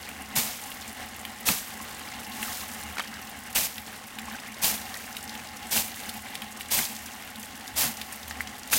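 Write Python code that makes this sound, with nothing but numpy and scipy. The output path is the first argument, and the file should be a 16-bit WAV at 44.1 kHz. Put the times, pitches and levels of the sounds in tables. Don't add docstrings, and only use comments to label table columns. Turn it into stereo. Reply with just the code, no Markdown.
import sys
import numpy as np
from scipy import signal
from scipy.fft import rfft, irfft, next_fast_len
from scipy.io import wavfile
from scipy.ndimage import map_coordinates

SR = 44100
rng = np.random.default_rng(int(sys.argv[2]) if len(sys.argv) > 2 else 0)


def output_pcm(signal):
    pcm = np.clip(np.atleast_2d(signal).T, -1, 1) * 32767
    wavfile.write(sys.argv[1], SR, np.round(pcm).astype(np.int16))


N = 387198


def amp(db):
    return 10 ** (np.asarray(db) / 20)


def unit(x):
    return x / np.sqrt(np.mean(x ** 2) + 1e-20)


def along(points, hz):
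    freqs, values = np.transpose(points)
    return np.interp(np.log(hz + 1), np.log(freqs + 1), values)


def wobble(rate):
    knots = rng.standard_normal(int(N * rate / SR) + 4)
    return map_coordinates(knots, [np.arange(N) * rate / SR])


def swell(start_s, level_db, rise_s, t60_s):
    t = np.arange(N) / SR - start_s
    return amp(level_db - 60 * np.maximum(t - rise_s, 0) / t60_s) * np.clip(t / rise_s, 0, 1)


def filtered(x, response):
    n = x.shape[-1]
    padded = next_fast_len(n + 8192)
    return irfft(rfft(x, padded) * response(np.fft.rfftfreq(padded, 1 / SR)), padded)[..., :n]


def resonance(f, hz, width):
    return 1j * f * width / (hz * hz - f * f + 1j * f * width)


def add(track, start_s, sound):
    part = track[..., round(start_s * SR):][..., :sound.shape[-1]]
    part += sound[..., :part.shape[-1]]


def stereo(pair, colour, likeness):
    def mid_and_side(f):
        angle = np.arccos(np.clip(along(likeness, f), -1, 1)) / 2
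        return colour(f) * np.array([np.cos(angle), np.sin(angle)])
    mid, side = filtered(pair, mid_and_side)
    return np.array([mid + side, mid - side]) / np.std(mid)


def crackle(rate, spread_db):
    hits = rng.random(N) < rate / SR
    sizes = hits * amp(spread_db * np.clip(rng.standard_normal(N), -3, 2.2))
    t = np.arange(SR // 100) / SR
    power = signal.fftconvolve(sizes ** 2, np.exp(-t / 0.00059))[:N]
    return unit(np.sqrt(np.abs(power)) * rng.standard_normal((2, N)))


def bubble(t, hz, cycles, glide):
    age = t * hz / cycles
    phase = 2 * np.pi * hz * t * (1 + glide * np.minimum(age, 2) / 2)
    return np.sin(phase) * amp(-60 * age) * (1 - np.exp(-t * hz))


def bubbles(rate, hz, octaves, cycles, spread_db):
    count = int(rate * N / SR)
    pitch_draw, size_draw = np.hsplit(rng.standard_normal((count, 2)), 2)
    starts = rng.integers(0, N, (count, 1))
    pitch = np.clip(hz * 2 ** (octaves * pitch_draw), 400, 14000)
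    size = amp(spread_db * np.minimum(size_draw, 1.8)) * np.minimum(pitch / hz, 1)
    samples = np.arange(SR // 80)
    rings = size * bubble(samples / SR, pitch, cycles, glide=0.47)
    return unit(np.bincount((starts + samples).ravel(), rings.ravel(), N)[:N])


# freq_hz, gain_db
WASH_SPECTRUM = [(20, -12), (45, -7.5), (150, -0.5), (380, -3.5), (500, -0.5), (1300, -2), (2000, 0.5),
                 (2450, -7), (3000, -3), (4000, -6.5), (8000, -8.5), (16000, -18)]
# pitch_hz, width_hz, gain_db
DRAIN_MODES = [(76.7, 15, 7.5), (123, 12, -1), (215, 16.2, 15), (261, 76, 3.5), (747, 37, 8),
               (847, 40, 7.5), (1071, 16.7, 6), (1790, 350, -2.5), (2130, 180, 0.5), (2810, 210, -1)]
# freq_hz, correlation
WATER_LIKENESS = [(100, .99), (260, .98), (450, .84), (800, .89), (1500, .8), (2500, .65), (5000, .5),
                  (6800, .25), (8500, .6), (14000, .6)]
# time_s, gain_db
WATER_FLOW = [(0, -43.5), (1.6, -43.5), (2.8, -42.5), (3.4, -44.5), (4.0, -45), (4.6, -43.5), (6.3, -43.5),
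              (8.78, -44)]
def water():
    def hollow(f):
        return sum((-1) ** k * amp(db) * resonance(f, hz, width)
                   for k, (hz, width, db) in enumerate(DRAIN_MODES))
    swarms = [bubbles(rate=450, hz=2100, octaves=0.6, cycles=28, spread_db=4.5) for _ in range(2)]
    fizz = stereo(np.array(swarms), np.ones_like, WATER_LIKENESS)
    splashes = crackle(rate=6400, spread_db=6.5)
    wash = stereo(splashes, lambda f: amp(along(WASH_SPECTRUM, f)), WATER_LIKENESS)
    gulps = rng.standard_normal((2, N)) * amp(2.5 * wobble(24))
    drain = amp(-1) * stereo(gulps, hollow, WATER_LIKENESS)
    surface = (amp(-7) * fizz + amp(-2) * wash) * amp(1.23 * wobble(19))
    flow_db = np.interp(np.arange(N) / SR, *np.transpose(WATER_FLOW))
    return amp(flow_db) * (surface + drain)


def cracks(hz, t60_s):
    t, f = np.arange(2048) / SR, np.fft.rfftfreq(2048, 1 / SR)
    colour = resonance(f, hz, 0.85 * hz) ** 2 + 0.3 * resonance(f, 9000, 12000)
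    noise = irfft(rfft(rng.standard_normal((len(hz), len(t)))) * colour)
    onset = 1 - np.exp(-t / (t60_s / 70))
    return 0.75 * noise / noise.std(axis=1, keepdims=True) * amp(-60 * t / t60_s) * onset


def stems(rate, hz, octaves, t60_s, spread_db):
    count = int(rate * N / SR)
    pitch_draw, size_draw, pan_draw = np.hsplit(rng.standard_normal((count, 3)), 3)
    pitch = np.clip(hz * 2 ** (octaves * pitch_draw), 1000, 14000)
    snaps = cracks(pitch, t60_s) * amp(spread_db * np.minimum(size_draw, 1.6))
    samples = (rng.integers(0, N, (count, 1)) + np.arange(snaps.shape[1])).ravel()
    panned = [snaps * amp(side * 2.3 * pan_draw) for side in (1, -1)]
    return unit(np.array([np.bincount(samples, channel.ravel(), N)[:N] for channel in panned]))


# start_s, level_db, rise_s, t60_s
FOLIAGE_PUSHES = [(1.88, -47.5, .17, 0.88), (2.27, -31.5, .24, 1.44)]
def stirring():
    settling = [swell(start_s, settle_db, rise_s=0.4, t60_s=0.96) for start_s, *_, settle_db in CUTS]
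    pushed = [swell(*push) for push in FOLIAGE_PUSHES]
    resting = amp(-51)
    return 10 * np.log10(resting ** 2 + sum(gain ** 2 for gain in settling + pushed))


# freq_hz, gain_db
LEAF_SPECTRUM = [(200, -6), (1000, -1.5), (2500, -0.5), (6000, 4), (10000, 1), (16000, 2)]
def leaves():
    likeness = [(1000, 0.94), (6000, 0.28), (12000, 0.67)]  # freq_hz, correlation
    contacts = crackle(rate=4200, spread_db=-1.5)
    brush = stereo(contacts, lambda f: amp(along(LEAF_SPECTRUM, f)), likeness)
    ticks = stems(rate=55, hz=8500, octaves=0.55, t60_s=0.034, spread_db=4)
    stir_db = stirring()
    ticks_db = -27.3 + 0.45 * stir_db
    rustle = amp(stir_db - 3 + 1.7 * wobble(30)) * brush + amp(ticks_db) * ticks
    return lean_left(rustle, amount=0.5)


# freq_hz, left_minus_right_db
GRASS_BALANCE = [(200, 0), (2800, 0), (4000, 5), (8000, 4), (10700, 4.7), (13500, 2.5)]
def lean_left(x, amount):
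    sides = amount * np.array([[0.5], [-0.5]])
    return filtered(x, lambda f: amp(along(GRASS_BALANCE, f) * sides))


def twigs():
    cuts_made = sum(np.arange(N) / SR > start_s for start_s, *_ in CUTS)
    snaps = stems(rate=8, hz=4800, octaves=0.6, t60_s=0.018, spread_db=2)
    return amp(-60 + cuts_made) * snaps


# start_s, level_db, pitch_hz
STALK_SNAPS = [(.089, -25, 2300), (.7165, -26.5, 3020), (1.251, -23, 2740), (1.4872, -13, 1280),
               (1.4869, -12, 3240), (2.428, -19, 2470), (3.5785, -22, 4500), (3.7808, -22.5, 3140),
               (4.1863, -23.5, 2760), (5.167, -21.5, 3240), (5.294, -25, 4540), (5.352, -26.5, 3230),
               (5.775, -20, 2400), (6.0924, -22.5, 3600), (6.3533, -22.5, 3350), (6.419, -23.5, 2950),
               (6.608, -22.5, 2880), (6.7882, -14, 1900), (6.8516, -21, 5200), (8.014, -22, 3300),
               (8.73, -11, 2270), (8.7352, -14, 1760)]
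def stalks():
    out = np.zeros(N)
    starts, levels, pitches = np.transpose(STALK_SNAPS)
    for start_s, level_db, crack in zip(starts, levels, cracks(pitches[:, None], t60_s=0.024)):
        add(out, start_s, amp(level_db) * crack)
    return out * amp([[0.5], [-0.5]])


# freq_hz, gain_db
FIBRE_SPECTRUM = [(100, -6), (400, -7), (800, 1.5), (1400, -7), (2300, .5), (3900, -0.5), (6000, 1),
                  (9000, 0.5), (11000, -1), (12800, 2.5), (16000, -1.5)]
# freq_hz, gain_db
SOIL_SPECTRUM = [(25, -32), (70, -12), (120, -4.5), (220, 4.5), (350, -17), (800, -10), (2000, -11),
                 (6000, -60)]
# freq_hz, correlation
GRASS_LIKENESS = [(150, .99), (700, .94), (2400, .98), (3900, .8), (5000, .94), (9000, .96), (15000, .96)]
# start_s, level_db, rise_s, cutting_s, force_loss_db, t60_s, thud_db, thud_delay_s, settle_db
CUTS = [(.353, -20.5, 0.0099, 0.078, 9, 0.55, -30.5, 0.014, -44),
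        (1.452, -21, 0.02, 0.045, 5, 0.49, -28, 0.034, -49),
        (3.546, -20.5, 0.014, 0.11, 11, 0.12, -38, 0.036, -61),
        (4.614, -20.5, 0.023, 0.11, 9, 0.19, -38, 0.018, -41.5),
        (5.703, -23.5, 0.026, 0.046, -2.5, 0.3, -38, 0.06, -40),
        (6.701, -20.5, 0.032, 0.058, 3.5, 0.46, -32.5, 0.073, -45),
        (7.754, -22, 0.03, 0.053, -1.5, 0.24, -28.5, 0.079, -41),
        (8.708, -20, 0.025, 0.06, 6.5, .4, -37.5, 0.033, -44)]
def machete():
    tearing, bump, t = np.zeros(N), np.zeros(N), np.arange(SR) / SR
    for start_s, level_db, rise_s, cutting_s, force_loss_db, t60_s, thud_db, thud_delay_s, _ in CUTS:
        bite = np.minimum(t / rise_s, 1)
        force_db = -force_loss_db * np.clip((t - rise_s) / cutting_s, 0, 1)
        fade_db = -60 * np.maximum(t - rise_s - cutting_s, 0) / t60_s
        collapse_db = -9 - 60 * t / 0.81
        add(tearing, start_s, amp(level_db) * bite * np.hypot(amp(force_db + fade_db), amp(collapse_db)))
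        thud = amp(thud_db - 60 * t / 0.24) * (1 - np.exp(-t / 0.0029))
        add(bump, start_s + thud_delay_s, thud)
    tufts = amp(0.9 * wobble(60))
    fractures = crackle(rate=6900, spread_db=0.5)
    fibres = stereo(fractures, lambda f: amp(along(FIBRE_SPECTRUM, f)), GRASS_LIKENESS)
    crunch = stems(rate=170, hz=5800, octaves=0.9, t60_s=0.015, spread_db=3)
    grass = tearing * tufts * (amp(-1) * fibres + amp(-10.5) * crunch)
    soil = stereo(rng.standard_normal((2, N)), lambda f: amp(along(SOIL_SPECTRUM, f)), GRASS_LIKENESS)
    return lean_left(grass, amount=1) + bump * soil


# start_s, level_db
LEG_SHIFTS = [(1.55, -47), (2.36, -45), (2.9, -45.5), (4.17, -43), (4.85, -48)]
def wading():
    churn = sum(swell(start_s, level_db, rise_s=0.11, t60_s=1.67) for start_s, level_db in LEG_SHIFTS)
    swarms = [bubbles(rate=130, hz=1650, octaves=0.5, cycles=22, spread_db=4.5) for _ in range(2)]
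    return churn * stereo(np.array(swarms), np.ones_like, WATER_LIKENESS)


# start_s, level_db, pitch_hz, ring_cycles, spray_db
DROPS = [(1.802, -31, 1060, 39, -19), (2.9695, -20, 1320, 17, -7), (2.9826, -18, 2200, 21, 1.5),
         (2.9955, -10.5, 1520, 8.1, -6), (3.001, -12, 1110, 10.6, -18), (3.006, -22, 3100, 49, -23),
         (3.037, -29, 3150, 48, -13), (8.31, -22, 1670, 21, 1), (8.4065, -8, 1810, 13.2, -18.5),
         (8.472, -23, 2850, 15, -4)]
def drips():
    out, t = np.zeros((2, N)), np.arange(SR // 8) / SR
    for start_s, level_db, pitch_hz, ring_cycles, spray_db in DROPS:
        noise = rng.standard_normal((2, len(t)))
        hiss = stereo(noise, lambda f: resonance(f, 1640, 5300) ** 2 + 0.25, WATER_LIKENESS)
        spray = 0.38 * amp(spray_db - 60 * t / 0.031) * hiss
        plop = 1.1 * bubble(t, pitch_hz, ring_cycles, glide=(11 / ring_cycles) ** 2)
        add(out, start_s, amp(level_db) * (plop + spray))
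    return out


# start_s, level_db, length_s
DRAIN_SWELLS = [(2.802, -44, 0.16), (7.72, -42, 0.1), (8.174, -45.5, 0.35)]
def drain_booms():
    out, lowest_hz = np.zeros(N), DRAIN_MODES[0][0]
    for start_s, level_db, length_s in DRAIN_SWELLS:
        t = np.arange(int(length_s * SR)) / SR
        arch = np.sin(np.pi * t / length_s)
        add(out, start_s, amp(level_db) * arch * np.sin(2 * np.pi * lowest_hz * t))
    return out * amp(0.67 * wobble(18))


# freq_hz, t60_s
BANK_DECAY = [(200, 0.057), (2000, 0.11), (12000, 0.36)]
def bank_echo(x):
    hz, t, spectra = signal.stft(rng.standard_normal((2, SR // 4)), SR, nperseg=256)
    decay = amp(-60 * t / along(BANK_DECAY, hz)[:, None])
    _, tail = signal.istft(spectra * decay, SR, nperseg=256)
    return signal.fftconvolve(x, tail / np.linalg.norm(tail[0]), axes=1)[:, :N]


def scene():
    cuts = machete()
    clicks = stalks() + twigs() + drips()
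    direct = cuts + clicks + leaves() + water() + wading() + drain_booms()
    return direct + bank_echo(amp(-27) * cuts + amp(-5.5) * clicks)


def record(dry):
    return filtered(dry, lambda hz: hz < 15950)


dry = scene()
out = record(dry)
output_pcm(out)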